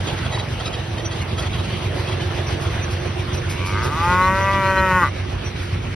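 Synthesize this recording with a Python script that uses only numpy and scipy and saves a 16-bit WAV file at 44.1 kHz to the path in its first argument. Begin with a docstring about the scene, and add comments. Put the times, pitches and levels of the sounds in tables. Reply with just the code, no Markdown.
"""A cow moos once beside a caged wagon, with a three-cylinder engine idling close by.
Her vocal pulses ring chest, throat and mouth; the engine's firings drive exhaust and intake
tones and a throbbing clatter. The shaking makes the wagon's loose metal squeak and chirp,
a board thuds, and hooves scuff the ground. The hand-held stereo microphone starts out
facing the engine and turns away towards the cow."""
import sys
import numpy as np
from scipy import signal
from scipy.fft import rfft, irfft
from scipy.io import wavfile
from scipy.ndimage import uniform_filter1d

SR = 44100
rng = np.random.default_rng(int(sys.argv[2]) if len(sys.argv) > 2 else 0)


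def dump(signal):
    """Clip the signal to [-1, 1] and save it as 16-bit WAV at the path in sys.argv[1]."""
    limited = np.clip(np.atleast_2d(signal).T, -1, 1)
    pcm = np.round(limited * 32767).astype(np.int16)
    wavfile.write(sys.argv[1], SR, pcm)


N = 262379
T = np.arange(N) / SR

# The engine at the turning microphone; "away" runs from 0 (facing it) to 1 (turned away):
# time_s, clatter_db, clatter_and_exhaust_away, exhaust_db, intake_db, intake_away
ENGINE_AT_MIC = [(0, -25, 0.02, -25.5, -41, 0.1), (1.0, -27.5, 0, -29.5, -44, 0),
                 (1.5, -25.5, 0, -26, -39.5, 0.54), (2.1, -25.5, 0.12, -24.5, -33.5, 0.9),
                 (2.7, -25, 0.23, -24.5, -35, 0.2), (3.1, -27, 0.38, -24, -34.5, 0.7),
                 (3.5, -26.5, 0.9, -25, -39.5, 0.87), (4.0, -24.5, 0.9, -26.5, -40.5, 0.92),
                 (5.1, -28.5, 0.97, -26.5, -41.5, 0.93), (5.95, -28.5, 1, -28.5, -42, 0.66)]


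def amp(db):
    return 10 ** (np.asarray(db) / 20)


def unit_rms(x):
    return x / np.sqrt(np.mean(x ** 2) + 1e-20)


def at_hz(points, hz):
    """Reads a curve of (hz, value) points along a logarithmic frequency axis."""
    freqs, values = np.transpose(points)
    return np.interp(np.log(hz + 1), np.log(freqs + 1), values)


def curves(rows, t):
    """Each column after the first, interpolated at times t."""
    times, *columns = np.transpose(rows)
    return [np.interp(t, times, column) for column in columns]


def pan(left_db):
    """Channel gains that put the left left_db above the right."""
    return amp([[left_db / 2], [-left_db / 2]])


def add(mix, start_s, sound, pan_db):
    part = mix[:, round(start_s * SR):][:, :len(sound)]
    part += pan(pan_db) * sound[:part.shape[1]]


def resonate(x, hz, width_hz):
    """A movable resonance of gain 1: shifts hz down to zero, smooths, and shifts back."""
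    carrier = np.exp(2j * np.pi * np.cumsum(hz * np.ones(len(x))) / SR)
    pole = np.exp(-np.pi * width_hz / SR)
    return 2 * (carrier * signal.lfilter([1 - pole], [1, -pole], x / carrier)).real


def resonate_in_step(x, hz, width_hz):
    """A resonance run forwards, then backwards, so the overtones stay in step."""
    hz = hz * np.ones(len(x))
    return resonate(resonate(x, hz, width_hz)[::-1], hz[::-1], width_hz)[::-1]


def colour(x, spectrum):
    return irfft(rfft(x) * amp(at_hz(spectrum, np.fft.rfftfreq(len(x), 1 / SR))), len(x))


def drift(top_hz):
    """A random wander of rms 1, mostly slower than top_hz."""
    span = int(SR / top_hz)
    return unit_rms(uniform_filter1d(uniform_filter1d(rng.standard_normal(N), span), span))


def engine_tones(cycles, orders, away, waver_db):
    """Firing orders beat as one thump; those between, from unequal cylinders, fall out of step."""
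    tones = np.zeros(N)
    for order, facing_db, away_db in orders:
        level_db = facing_db + (away_db - facing_db) * away + waver_db * drift(5.1)
        offset_turns = .0385 * order ** 2 if order % 3 else -.33 + .003 * (order - 13) ** 2
        tones += amp(level_db) * np.cos(2 * np.pi * (order * (cycles + .022) + offset_turns))
    return unit_rms(tones)


def exhaust_and_intake(cycles):
    """The exhaust hums and the intake drones higher up, both at multiples of the cycle rate."""
    # Tones of each pipe: cycle_multiple, facing_db, away_db
    exhaust_orders = [(6, -19, -19), (7, -21, -14), (8, -20, -20), (9, -9, -4), (10, -12, -14),
                      (11, -16, -16), (12, 0, 1), (13, -7, 0), (14, -14, -16), (15, -1, -13),
                      (16, -14, -11), (18, -5, -7), (20, -13, -17), (21, -11, -16), (24, -17, -17)]
    intake_orders = [(45, -2, -12), (48, -12, 0.5), (49, -14, -13)]
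    _, exhaust_away, exhaust_db, intake_db, intake_away = curves(ENGINE_AT_MIC, T)
    exhaust = amp(exhaust_db) * engine_tones(cycles, exhaust_orders, exhaust_away, waver_db=1.2)
    intake = amp(intake_db) * engine_tones(cycles, intake_orders, intake_away, waver_db=2.2)
    return pan(-2.1) * exhaust + pan(-5) * intake


def clatter(cycles, rumble_db=-28.5, throb_db=1.3, flicker_db=1.2, patchy_db=2.0):
    """Engine noise throbs with the firings and dulls as the microphone turns away."""
    # Clatter facing the engine, turned away, and differing between the ports: frequency_hz, density_db
    facing_spectrum = [(32, -31), (55, 24), (102, -1.5), (285, -16.5), (343, -16), (690, -18.5), (959, -22),
                       (1500, -24.5), (3150, -26.5), (5970, -39.5), (6400, -41), (7010, -101), (7860, -84),
                       (8420, -48.5), (9660, -45.5), (11600, -48.5), (13000, -102)]
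    away_spectrum = [(24, -36), (40, -2.5), (98, -3.5), (184, -20), (291, -22.5), (362, -25.5),
                     (804, -33.5), (2280, -32), (5990, -46.5), (6440, -50), (7270, -109), (8010, -64),
                     (9490, -54.5), (11500, -60.5), (13000, -80)]
    side_spectrum = [(24, -51), (40, -28), (100, -5.5), (308, -14), (348, -2.5), (385, -9), (754, -10),
                     (1990, -21), (3270, -15), (5380, -29), (8210, -28.5), (9540, -46), (10300, -63),
                     (12200, -39), (15300, -50)]
    # Likeness of the ports' difference to their sum: frequency_hz, correlation
    side_likeness = [(60, -0.0057), (290, -0.96), (640, -0.66), (1400, -0.015), (15000, 0)]
    t = np.arange(N // 256 + 5) * 256 / SR
    hz = np.fft.rfftfreq(1024, 1 / SR)[:, None]
    clatter_db, away = curves(ENGINE_AT_MIC, t)[:2]
    mid_re, mid_im, side_re, side_im, patches = rng.standard_normal((len(t), len(hz), 5)).T
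    patches = unit_rms(uniform_filter1d(uniform_filter1d(patches, 10, axis=0), 8, axis=1))
    likeness = at_hz(side_likeness, hz)
    mid = mid_re + 1j * mid_im
    side = likeness * mid + np.sqrt(1 - likeness ** 2) * (side_re + 1j * side_im)
    side *= amp(at_hz(side_spectrum, hz) - 12.5)
    facing_db, away_db = at_hz(facing_spectrum, hz), at_hz(away_spectrum, hz)
    away_db += at_hz(facing_spectrum, 4430) - at_hz(away_spectrum, 4360)  # both meet in the treble
    mid *= amp(facing_db + (away_db - facing_db) * away)
    mid *= np.clip(hz / 220, .36, 1)  # little noise under the exhaust tones
    cycle = np.interp(t, T, cycles)
    throb = np.cos(2 * np.pi * (cycle + .18)) + .26 * np.cos(4 * np.pi * (cycle + .064))
    throb += .49 * np.cos(6 * np.pi * cycle)
    shake_db = (throb_db * throb + flicker_db * np.interp(t, T, drift(25))) * np.clip(hz / 4000, .3, 1)
    level_db = rumble_db + (clatter_db - rumble_db) * np.clip(hz / 400, 0, 1)  # the rumble stays even
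    spectra = np.array([mid + side, mid - side]) * amp(level_db + patchy_db * patches + shake_db)
    return signal.istft(spectra, nperseg=1024, noverlap=768)[1][:, :N]


def engine():
    """Three cylinders idle close by at a slightly wandering speed, three firings to a cycle."""
    # Idle speed: time_s, cycle_rate_hz
    idle_speed = [(0, 7.48), (1.2, 7.48), (1.7, 7.52), (2.2, 7.54), (2.6, 7.5), (3.0, 7.44), (3.5, 7.47),
                  (4, 7.49), (5, 7.505), (5.95, 7.49)]
    cycles = np.cumsum(curves(idle_speed, T)[0] * (1 + .001 * drift(2))) / SR
    return exhaust_and_intake(cycles) + clatter(cycles)


def twitter():
    """A faint, high band of noise flickers in pitch and level."""
    # Course of the twitter: time_s, pitch_hz, level_db
    course = [(0, 5900, -62), (2.3, 5900, -60), (2.6, 5900, -53), (3.4, 5900, -57), (4.3, 5900, -55),
              (5.05, 5900, -60), (5.2, 5900, -70)]
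    hz, level_db = curves(course, T)
    level = amp(level_db + 4 * drift(30))
    return level * unit_rms(resonate_in_step(rng.standard_normal(N), hz + 120 * drift(12), 180))


def squeaks(jitter=.009, chatter=.8):
    """Metal slips on metal at a quick rate; the cage colours the overtones, two bands the most."""
    # Squeaks: start_s, level_db, length_s, slip_rate_hz, main_band_hz, second_band_hz
    slips = [(0.06, -31, 0.047, 654, 3270, 1310), (0.172, -33, 0.029, 648, 1950, 3290),
             (0.24, -29.5, 0.04, 665, 690, 3300), (0.305, -28, 0.075, 642, 3860, 1900),
             (0.3776, -30, 0.045, 643, 3850, 3230), (0.586, -33, 0.04, 635, 1890, 3200),
             (0.646, -27.5, 0.049, 643, 3860, 5140), (0.719, -30.5, 0.049, 645, 3270, 3850),
             (0.965, -32.5, 0.055, 630, 1890, 3140), (1.04, -34, .03, 650, 3250, 2600),
             (1.1, -32, 0.045, 645, 1900, 3290), (1.205, -32, .035, 717, 2160, 2860),
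             (1.3677, -28.5, 0.05, 652, 3270, 1290), (1.415, -33, .03, 645, 2580, 4500),
             (1.455, -35, .03, 652, 3270, 1290), (1.523, -32, 0.036, 652, 3270, 3900),
             (1.576, -33, 0.039, 640, 3180, 3860), (1.635, -35, .035, 675, 2700, 1340),
             (2.059, -33, 0.054, 660, 3300, 2600), (2.108, -32, 0.04, 660, 3300, 2000),
             (2.19, -34, .06, 610, 3020, 2400)]
    # Response of the cage: frequency_hz, gain_db
    cage = [(600, 0.5), (1300, -3.5), (1900, -5), (2600, -3), (3300, -3.5), (4500, -2.5), (5300, -9),
            (5900, -15), (6500, -3.5), (7300, -26), (8600, -11), (10000, -20.5)]
    out, harmonics = np.zeros((2, N)), np.arange(1, 17)[:, None]
    for start_s, level_db, length_s, slip_hz, main_hz, second_hz in slips:
        count = len(np.arange(0, length_s, 1 / SR))
        noise = rng.standard_normal((2, 16, 4000))
        wobble, grip = unit_rms(uniform_filter1d(uniform_filter1d(noise, 150), 60))[..., :count]
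        turns = np.cumsum(slip_hz * (1 + jitter * wobble[0])) / SR
        hz = harmonics * slip_hz
        gain_db = at_hz(cage, hz) + 9 * np.exp(-((hz - main_hz) / 300) ** 2)
        gain_db += 5.5 * np.exp(-((hz - second_hz) / 300) ** 2)
        squeak = (amp(gain_db) * (1 + chatter * grip) * np.sin(2 * np.pi * harmonics * turns)).sum(0)
        add(out, start_s, amp(level_db) * unit_rms(squeak) * signal.windows.tukey(count, .8), pan_db=-.5)
    return out


def thuds(rise_turns=1.2, t60_turns=28):
    """A board rings up softly at one pitch and dies, the higher the sooner."""
    # Thuds of the board: start_s, level_db, pitch_hz
    knocks = [(.375, -16.5, 970), (2.659, -21, 119), (4.061, -18.5, 122), (5.064, -23, 101.5)]
    out, t = np.zeros((2, N)), np.arange(0, .3, 1 / SR)
    for start_s, level_db, hz in knocks:
        turns = hz * t
        envelope = amp(level_db - 60 * turns / t60_turns) * np.minimum(turns / rise_turns, 1)
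        add(out, start_s, envelope * np.sin(2 * np.pi * turns), pan_db=-1.5)
    return out


def chirps(rise_hz_per_s=2000):
    """Loose metal gives short, ragged whistles that rise slightly."""
    # Chirps: start_s, level_db, pitch_hz, length_s, noise_share
    whistles = [(1.045, -28.5, 5920, 0.043, .25), (2.46, -36, 5840, 0.037, .6),
                (2.808, -33.5, 5960, 0.052, .45), (2.915, -43, 5650, .04, .6),
                (3.327, -37, 5910, 0.035, .6), (3.368, -38, 5870, .035, .6), (3.658, -38, 5880, .03, .6),
                (4.215, -35, 4080, 0.055, .15), (4.415, -36, 5960, .033, .4),
                (4.605, -40.5, 4250, 0.13, .15), (4.772, -33, 4090, 0.035, .15),
                (5.086, -41, 5780, 0.019, .5), (5.441, -37.5, 5900, 0.063, .5)]
    out, t = np.zeros((2, N)), np.arange(0, .12, 1 / SR)
    onset = .4 * np.minimum(t / .0086, 1) * amp(-400 * t)  # leaves a faint after-ring
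    for start_s, level_db, hz, length_s, ragged in whistles:
        envelope = amp(level_db) * (np.sin(np.pi * np.clip(t / length_s, 0, 1)) + onset)
        fuzz = unit_rms(resonate(resonate(rng.standard_normal(len(t)), hz, 180), hz, 180))
        tone = np.sin(2 * np.pi * (hz + rise_hz_per_s * (t - length_s) / 2) * t)
        add(out, start_s, envelope * ((1 - ragged) * tone + ragged * fuzz), pan_db=0)
    return out


def hoof_scuffs(rise_s=.025, t60_s=.21):
    """Hooves push soft puffs of grit over the ground: a quick rise and a short noisy fall."""
    # Scuffs: start_s, level_db
    steps = [(1.376, -30.5), (2.602, -31), (2.897, -31), (3.324, -31), (3.488, -25), (3.649, -27.5),
             (3.827, -26.5), (4.022, -31), (5.61, -36)]
    # Sliding grit: frequency_hz, density_db
    grit_spectrum = [(300, -20), (700, -8), (2200, -3), (5000, 0), (8500, -7.5), (11000, -7.5),
                     (15000, -27)]
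    out, t = np.zeros((2, N)), np.arange(8192) / SR
    for start_s, level_db in steps:
        grit = unit_rms(colour(rng.standard_normal(len(t)), grit_spectrum))
        envelope = amp(level_db - 60 * t / t60_s) * np.minimum(t / rise_s, 1)
        add(out, start_s, envelope * grit, pan_db=1)
    return out


def vocal_tract(drive, t, waver_db=1.2):
    """The cow's mouth, nose and throat ring at resonances that wander with jaw and tongue."""
    # Mouth resonances: time_s, jaw_hz, jaw_db, nose_hz, tongue_hz, tongue_db, upper_hz, upper_db
    mouth = [(3.47, 960, -4, 1080, 1460, -9, 2150, 6), (3.58, 955, -3, 1090, 1450, -9, 2280, -2),
             (3.68, 930, 7, 1180, 1510, -5, 2350, 10), (3.76, 920, 8, 1210, 1540, 7, 2090, 3),
             (3.86, 900, 8.5, 1234, 1530, 2, 1990, -5), (3.94, 895, 7, 1174, 1450, -7, 1990, -6),
             (4.05, 875, 14, 1170, 1480, 0.5, 1960, -3.5), (4.18, 900, 5.5, 1096, 1390, 8, 1980, -2),
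             (4.3, 934, 6, 1110, 1444, 2, 1950, 0), (4.37, 945, 5, 1066, 1420, 9, 1970, -0.5),
             (4.5, 930, 11.5, 1106, 1530, -4, 2010, 5), (4.62, 960, 9, 1140, 1418, 6.5, 1960, 1),
             (4.75, 980, 9, 1170, 1445, 9.5, 1908, -1), (4.87, 925, 8, 1164, 1376, 10.5, 1920, 3),
             (4.97, 965, 10, 1058, 1445, 4, 1890, 2), (5.04, 890, 9.5, 1156, 1470, 7, 1950, -1.5),
             (5.09, 906, 4, 1175, 1466, 1, 2000, 7)]
    # Two high throat resonances: time_s, low_hz, low_db, high_hz, high_db
    throat = [(3.47, 2520, -17, 2950, -3), (4.0, 2520, -10, 2950, -18), (4.15, 2460, -9, 2930, -29),
              (4.3, 2510, -13, 2938, -22), (4.45, 2600, -9, 2950, -17), (4.6, 2350, -2, 2900, -14),
              (4.75, 2482, -11, 3000, -14), (4.9, 2498, -6, 2959, -15), (5.09, 2540, -20, 2950, -24)]
    jaw_hz, jaw_db, nose_hz, tongue_hz, tongue_db, upper_hz, upper_db = curves(mouth, t)
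    low_hz, low_db, high_hz, high_db = curves(throat, t)
    nose_db = curves(COW_CALL, t)[-1]
    ring = amp(jaw_db) * resonate_in_step(drive, jaw_hz, width_hz=105)
    ring += amp(nose_db) * resonate_in_step(drive, nose_hz, width_hz=121)
    ring += amp(tongue_db) * resonate_in_step(drive, tongue_hz, width_hz=160)
    ring = signal.sosfiltfilt(signal.butter(3, 810, "highpass", fs=SR, output="sos"), ring)
    for hz, width_hz, db in (upper_hz, 175, upper_db), (low_hz, 180, low_db), (high_hz, 180, high_db):
        ring += amp(db + waver_db * drift(18)[:len(t)]) * resonate_in_step(drive, hz, width_hz)
    return ring


def moo(jitter=.0028, creak=.045, creak_s=.045, breath=.055, shimmer_db=1.0, edge_db=-28.5):
    """Vocal pulses and puffs of breath ring the tract and, as the mouth opens, the chest."""
    # Chest resonances: frequency_hz, width_hz, gain_db
    chest_modes = [(168, 52, -2.5), (346, 67, -5.5), (576.5, 34, 3), (782, 77, -13)]
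    # The sharp edge of each pulse: frequency_hz, density_db
    edge_spectrum = [(2900, -34), (3600, -41), (4500, -26), (5200, -4), (5800, -23), (6500, -5),
                     (7500, -9.5), (9000, -13.5), (10500, -19), (13000, -20.5), (14500, -19), (16000, -29)]
    # The cow's place in the stereo image: frequency_hz, left_minus_right_db
    balance = [(60, -2), (500, 2), (1600, 1), (15000, 5.5)]
    t = np.arange(COW_CALL[0][0], COW_CALL[-1][0], 1 / SR)
    hz, effort_db, opening, _ = curves(COW_CALL, t)
    unevenness = jitter + creak * np.exp((t - t[-1]) / creak_s)  # grows as the call lets go
    turns = np.cumsum(hz * (1 + unevenness * drift(224)[:len(t)])) / SR
    pulses = sum(np.cos(2 * np.pi * k * turns - 1.1) for k in range(1, 111))  # each dips, then peaks
    folds = unit_rms(pulses / np.sqrt(hz))
    puffs = unit_rms(np.exp(-(turns % 1) / 4.7) * rng.standard_normal(len(t)))
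    drive = folds * amp(shimmer_db * drift(65)[:len(t)]) + breath * opening * puffs
    ring = vocal_tract(drive, t)
    chest = sum(amp(db) * resonate(resonate(drive, mode_hz, width_hz), mode_hz, 2 * width_hz)
                for mode_hz, width_hz, db in chest_modes)
    chest *= amp(np.interp(opening, [0, 1], [-30.5, 1.5]))
    edge = unit_rms(colour(folds + .5 * puffs, edge_spectrum))
    voice = (ring + chest) / ring.std() + amp(edge_db) * edge
    out = np.zeros(N)
    out[round(t[0] * SR):][:len(t)] = amp(effort_db) * voice * signal.windows.tukey(len(t), .02)
    left_gain = amp(at_hz(balance, np.fft.rfftfreq(N, 1 / SR)) / 2)
    return irfft(rfft(out) * np.array([left_gain, 1 / left_gain]), N)


def mic_ports(x, left_lead):
    """The microphone's two ports hear one sound in unlike phase; some bands cancel in the sum."""
    half_shift = np.exp(.5j * at_hz(left_lead, np.fft.rfftfreq(N, 1 / SR)))
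    return irfft(rfft(x) * np.array([half_shift, 1 / half_shift]), N)


def scene():
    """Engine, cow, wagon and hooves as they reach the microphone."""
    # Phase lead of the left port, for the cow and for wagon and hooves: frequency_hz, lead_rad
    cow_lead = [(0, 0), (2000, 0), (4000, .8), (5800, .2), (6800, 2.7), (8200, 2.9), (9000, 6),
                (16000, 6.6)]
    wagon_lead = [(0, 0), (1720, 0.0), (2330, 0.6), (3880, 0.6), (4310, 1.0), (4910, 0.1), (5430, 0.2),
                  (6630, 3.2), (8180, 3.1), (9560, 6.2), (11600, 6.4), (12500, 9.5), (14600, 9.3),
                  (15100, 12.1)]
    mix = engine() + thuds() + mic_ports(moo(), cow_lead)
    return mix + mic_ports(squeaks() + chirps() + twitter() + hoof_scuffs(), wagon_lead)


def record(dry, low_cut_hz=50, top_hz=15250):
    """The microphone drops the deepest bass and the highest treble."""
    low_cut = signal.butter(3, low_cut_hz, "highpass", fs=SR, output="sos")
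    faded = signal.sosfilt(low_cut, dry) * signal.windows.tukey(N, .002)
    padded = np.pad(faded, ((0, 0), (255, 255)), "reflect", reflect_type="odd")
    band_limit = signal.firwin(511, top_hz, window=("kaiser", 9), fs=SR)
    return signal.oaconvolve(padded, band_limit[None], "valid")


# The cow's call: time_s, pitch_hz, effort_db, mouth_opening (0-1), nose_db
COW_CALL = [(3.44, 77.7, -70, 0.7, -6), (3.5, 84.9, -35, .3, -10), (3.6, 87.5, -34, .3, 2.5),
            (3.66, 88.6, -32.5, 0.2, 6), (3.75, 101.5, -33.5, 0.7, 12.5), (3.84, 119.5, -27.5, 0.2, 10),
            (3.9, 141.6, -26.5, 0.7, 9), (3.93, 149.9, -20.5, 0.4, 9), (3.95, 155, -22, 0.74, 12),
            (3.97, 161.4, -21, 0.8, 7.5), (4.03, 170.5, -21.5, 0.95, 12), (4.1, 179, -16, 1, 10.5),
            (4.28, 188, -15, 0.9, 10.5), (4.37, 192.1, -17, 0.92, 3), (4.45, 194.8, -17.5, .95, 14),
            (4.53, 196.2, -18.5, 1, 15), (4.636, 192.1, -17, 0.94, 0), (4.86, 188.1, -16, 1, -4),
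            (4.97, 183.2, -14, 0.97, 8), (5.0, 178, -13.5, 0.94, 7), (5.034, 171.4, -14.5, 1, 14.5),
            (5.072, 124.6, -27, 0.94, 12.5), (5.1, 110, -36, 0.95, 13)]

dry = scene()
out = record(dry)
dump(out)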